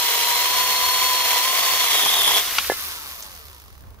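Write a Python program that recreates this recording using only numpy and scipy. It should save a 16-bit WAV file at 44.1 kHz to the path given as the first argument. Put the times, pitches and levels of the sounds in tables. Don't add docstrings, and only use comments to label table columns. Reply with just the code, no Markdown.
import sys
import numpy as np
from scipy import signal
from scipy.fft import rfft, irfft, next_fast_len
from scipy.io import wavfile
from scipy.ndimage import uniform_filter1d, map_coordinates

SR = 44100
rng = np.random.default_rng(int(sys.argv[2]) if len(sys.argv) > 2 else 0)


def file_out(sig):
    cols = np.atleast_2d(sig).T
    lim = np.clip(cols, -1, 1)
    pcm = np.round(lim * 32767).astype(np.int16)
    wavfile.write(sys.argv[1], SR, pcm)


N = 176400

FREE_HZ = 283.8
RELEASE_S = 0.015

# freq_hz, gain_db
BAR_RESONANCE = [(200,-31),(2700,-42),(3200,0.5),(3450,0.5),(3700,-10),(4100,-32),(10000,-34),(11100,-6),(12300,-35)]
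# time_s, gain_db
RUN_EVENNESS = [(0,-4.5),(.6,-1),(1.0,.5),(1.3,0),(1.55,-5),(1.82,-2),(1.97,-18)]
# time_s, left_minus_right_db, left_lag_ms
SAW_POSITION = [(2.3,0.5,-0.081),(2.9,0,.15),(3.7,-1.5,0.19)]


def amp(db):
    return 10 ** (np.asarray(db) / 20)


def pan(left_minus_right_db):
    return amp(np.array([[.5], [-.5]]) * left_minus_right_db)


def unit(x):
    return x / np.sqrt(np.mean(x ** 2) + 1e-20)


def clock():
    return np.arange(N) / SR


def since(start_s):
    return np.maximum(clock() - start_s, 0)


def curve(rows, column=1):
    return np.interp(clock(), *np.transpose(rows)[[0, column]])


def along(points, hz):
    freqs, values = np.transpose(points)
    return np.interp(np.log(hz + 1), np.log(freqs + 1), values)


def wobble(rate):
    return map_coordinates(rng.standard_normal(2000), [clock() * rate], mode="mirror")


def filtered(x, response):
    size = next_fast_len(N + 8192)
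    return irfft(rfft(x, size) * response(np.fft.rfftfreq(size, 1 / SR)), size)[..., :N]


def rasp(gate, spectrum):
    # freq_hz, correlation
    likeness = [(130,1),(400,0.9),(1100,0.5),(2400,0.7),(3400,0.5),(8000,0.02)]

    def colour(hz):
        width = np.arccos(np.clip(along(likeness, hz), -1, 1)) / 2
        return amp(along(spectrum, hz)) * [np.cos(width), np.sin(width)]

    mid, side = filtered(gate * rng.standard_normal((2, N)), colour)
    return unit(np.array([mid + side, mid - side]))


def strikes(rate, decay_s, scatter_db):
    turns = np.cumsum(rate) / SR
    height = amp(scatter_db * rng.uniform(-1, 1, 8000))[turns.astype(int)]
    decay = np.exp(-(turns % 1) / rate / decay_s)
    power = rate * decay_s / 2 * (1 - np.exp(-2 / (rate * decay_s)))
    return unit(uniform_filter1d(height * decay / np.sqrt(power), size=16))


def blow(start_s, attack_s, t60_s):
    age = since(start_s)
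    return (1 - np.exp(-age / attack_s)) * amp(-60 * np.minimum(age / t60_s, 5))


def tone(rate, multiple, flutter_db, jitter, skew=0):
    phase = 2 * np.pi * multiple * np.cumsum(rate) / SR + jitter * wobble(130)
    return unit(amp(flutter_db * wobble(70)) * np.sin(phase + np.array([[-.5], [.5]]) * skew))


def cutter_rate():
    # time_s, rate_hz
    loaded = [(0.0, 240.8), (0.25, 239.4), (0.55, 249.5), (0.68, 252.8), (0.73, 248.6), (1.05, 253.4),
              (1.39, 243.3), (1.46, 258.5), (1.54, 258.9), (1.6, 266.2), (1.8, 253.7), (1.98, 218.1),
              (2.08, 209), (2.17, 221), (2.24, 203.9), (2.4, 199.9)]
    trigger_off_s, coast_s, friction_hz = 2.6, .72, 23.07
    driven = curve(list(loaded) + [(trigger_off_s - .05, FREE_HZ)])
    slowed = (driven + friction_hz) * np.exp(-since(trigger_off_s) / coast_s) - friction_hz
    return np.maximum(slowed, 3) * (1 + 0.00205 * wobble(45))


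def in_wood():
    return np.exp(-since(2.4) / RELEASE_S)


def breeze():
    # freq_hz, gain_db
    spectrum = [(20,-28),(45,-6.5),(72,0),(110,-15.5),(250,-27.5),(1000,-31),(4000,-51)]
    # time_s, level_db
    gusts = [(0,-59),(.8,-50.5),(1.45,-61.5),(2.7,-48),(3.2,-51.5),(3.8,-45.5),(3.86,-42)]
    air = rng.standard_normal((2, N)) + 0.72 * rng.standard_normal(N)
    rumble = filtered(air, lambda hz: amp(along(spectrum, hz)))
    return unit(rumble * amp(1.3 * wobble(9))) * amp(curve(gusts)) * pan(-2.4)


def clacks():
    # start_s, level_db, centre_hz, width_octaves, t60_s
    cracks = [(2.583,-3,2700,0.39,0.018),(2.5841,-7.5,1200,0.37,0.022),(2.5843,-8.5,5000,0.3,0.02),(2.592,-20,2997,0.33,0.056),(2.644,-23,2000,0.98,.05),(3.223,-27,5600,0.4,.04)]
    out = np.zeros((2, N))
    for start_s, db, centre_hz, octaves, t60_s in cracks:
        noise = rng.standard_normal(N) + .5 * rng.standard_normal((2, N))
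        band = filtered(noise, lambda hz: np.exp(-.5 * (np.log2((hz + 1) / centre_hz) / octaves) ** 2))
        out += amp(db) * unit(band) * blow(start_s, attack_s=0.0012, t60_s=t60_s)
    return out


def offcut():
    # start_s, level_db
    thuds = [(2.6986,0),(2.7186,-7.5)]
    # pitch_hz, gain_db, t60_s
    modes = [(414,-20.5,0.05),(514,2,0.011),(704,3.5,0.008),(1720,-13.5,0.056),(2070,-27,0.22)]
    ring = np.zeros(N)
    for start_s, level_db in thuds:
        for hz, gain_db, t60_s in modes:
            envelope = amp(level_db + gain_db) * blow(start_s, attack_s=0.0013, t60_s=t60_s)
            ring += envelope * np.sin(2 * np.pi * hz * since(start_s))
    return signal.sosfilt(signal.butter(2, 325, "highpass", fs=SR, output="sos"), ring)


def coasting(rate):
    # cutter_rate_multiple, level_db
    orders = [(2,-50),(6,-42.5),(8.5,-43),(17,-43.5)]
    # freq_hz, gain_db
    housing = [(270,-15),(380,-6),(600,-7),(1100,.5),(1450,-3),(1900,-11),(3500,-28)]
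    # freq_hz, gain_db
    whirr_spectrum = [(300,-17),(800,-13),(1100,-5),(1500,-11.5),(3000,-17.5),(9000,-45)]
    hum = sum(amp(db + along(housing, k * rate)) * tone(rate, k, flutter_db=3, jitter=.6)
              for k, db in orders)
    whirr = amp(-39.5) * rasp(1 + strikes(rate, decay_s=0.0036, scatter_db=2), whirr_spectrum)
    octaves = np.log2(rate / FREE_HZ)
    return (1 - in_wood()) * (amp(7.2 * octaves) * hum + amp(5.6 * octaves) * whirr)


def gear(rate):
    teeth = 17
    lift_db = .37 * np.maximum(along(BAR_RESONANCE, teeth * rate) + 22, 0)
    even_db = np.maximum(curve(RUN_EVENNESS), -5)
    jitter = (.65 - .06 * even_db) * amp(-lift_db)
    whine = tone(rate, teeth, flutter_db=2.6, jitter=jitter, skew=.8 - .35 * lift_db)
    return in_wood() * amp(-28.3 + lift_db + even_db) * whine


def sprocket(rate):
    # cutter_rate_multiple, level_db, left_minus_right_db
    orders = [(4,-28,0),(13,-35.5,-6)]
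    song = sum(amp(db) * pan(side_db) * tone(rate, k, flutter_db=1.8, jitter=0.4)
               for k, db, side_db in orders)
    hum = amp(-44.5) * tone(rate, 2, flutter_db=2.0, jitter=0.74)
    return in_wood() * (amp(curve(RUN_EVENNESS)) * song + hum)


def chain(rate):
    # freq_hz, gain_db
    slide_spectrum = [(100,-15),(300,-14.5),(700,-12),(1150,-4),(2100,2.5),(3300,4),(4500,4.5),(6300,2.5),(7700,-2),(10500,0.5),(12900,0),(15500,-8.5)]
    # freq_hz, gain_db
    tick_spectrum = [(300,-30),(2000,-13),(4400,-5.5),(6300,-8),(7700,-10),(11200,-6),(12100,-2),(12850,7),(13700,0),(15500,1.5)]
    # time_s, level_db
    fader = [(0,-26.5),(2.3,-27.5),(2.45,-27),(2.63,-29),(2.85,-31),(3.05,-37),(3.25,-40),(3.6,-50),(3.8,-57),(4,-65)]
    friction = 1 + .3 * strikes(rate, decay_s=.0012, scatter_db=4)
    slide = rasp(friction * amp(1.2 * wobble(40)), slide_spectrum)
    scrape_s = .0012 * np.sqrt(FREE_HZ / rate)
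    links = strikes(2 * rate, decay_s=scrape_s, scatter_db=6)
    cutters = .6 * strikes(rate, decay_s=scrape_s, scatter_db=5)
    ticks = rasp((links + cutters) * amp(1.1 * wobble(51) + 1.2 * wobble(22)), tick_spectrum)
    tick_db = -0.6 - np.log2(rate / FREE_HZ)
    return amp(curve(fader)) * (slide + amp(tick_db) * ticks)


def cutting(rate):
    # freq_hz, gain_db
    wood_spectrum = [(100,-27),(250,-18.5),(420,-8),(560,-9),(720,1.5),(850,-4),(1040,5),(1400,-9.5),(2050,3),(2450,-1.5),(3400,4),(3900,-0.5),(4900,-3),(5700,-0.5),(7300,-4.5),(9200,-9.5),(11500,-5.5),(15500,-4.5)]
    # time_s, relative_db
    bite = [(0.0, -22), (1.01, -22.5), (1.91, -21), (2.35, -22), (2.37, -18.5), (2.39, -22)]
    # time_s, level_db
    chatter = [(0,-39.5),(1.72,-37.5),(1.88,-29.5),(2.02,-21.5),(2.17,-23.5),(2.28,-18.5),(2.39,-25)]
    # freq_hz, gain_db
    knock_spectrum = [(100,-26),(300,-7.5),(450,-7.5),(1000,8),(1400,-6),(2100,-7),(3400,-5),(6000,-7),(15000,-33)]
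    # start_s, relative_db
    bar_knocks = [(1.329, -21), (1.36, -19), (1.622, -20), (1.95, -17), (1.992, -14.5), (2.033, -16.5),
                  (2.059, -11), (2.165, -12.5), (2.275, -9.5), (2.291, -15), (2.307, -16), (2.364, -15)]
    chips = (1.3 + strikes(rate, decay_s=.0022, scatter_db=5)) * amp(wobble(80))
    tear = rasp(chips, wood_spectrum) * amp(curve(bite) + 1.63)
    bar_hits = strikes(rate, decay_s=0.01, scatter_db=2.5) * amp(1.6 * wobble(80))
    ring = rasp(bar_hits, BAR_RESONANCE) * amp(curve(chatter))
    jolts = sum(amp(db - 3.0) * blow(start_s, attack_s=0.00097, t60_s=0.046) for start_s, db in bar_knocks)
    knocks = rasp(1, knock_spectrum) * jolts
    drop_s = 2.595
    graze = amp(-8.5) * (1 - in_wood()) * np.exp(-since(drop_s) / RELEASE_S)
    return in_wood() * (tear + ring + knocks) + graze * tear


def ear_lag(x):
    half_lag = curve(SAW_POSITION, column=2) / 1000 * SR / 2
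    return np.array([map_coordinates(ear, [np.arange(N) + sign * half_lag], order=5)
                     for ear, sign in zip(x, (-1, 1))])


def scene():
    # freq_hz, left_minus_right_db
    spread = [(160, 2), (450, -4.5), (800, -2.5), (1400, 12), (2010, -3.5), (3330, -1.5), (5500, -3.5),
              (9080, 4.5), (15000, 1)]
    rate = cutter_rate()
    rattle = filtered(cutting(rate) + chain(rate), lambda hz: pan(along(spread, hz)))
    saw = ear_lag(rattle + sprocket(rate) + coasting(rate)) + gear(rate)
    return saw * pan(curve(SAW_POSITION)) + clacks() + offcut() + breeze()


def record(dry):
    notch_hz, notch_width_hz, top_hz = 7900, 530, 15600
    left, right = dry
    right = filtered(right, lambda hz: np.tanh(np.abs(hz - notch_hz) / notch_width_hz))
    return filtered(np.array([left, right]), lambda hz: hz < top_hz)


dry = scene()
out = record(dry)
file_out(out)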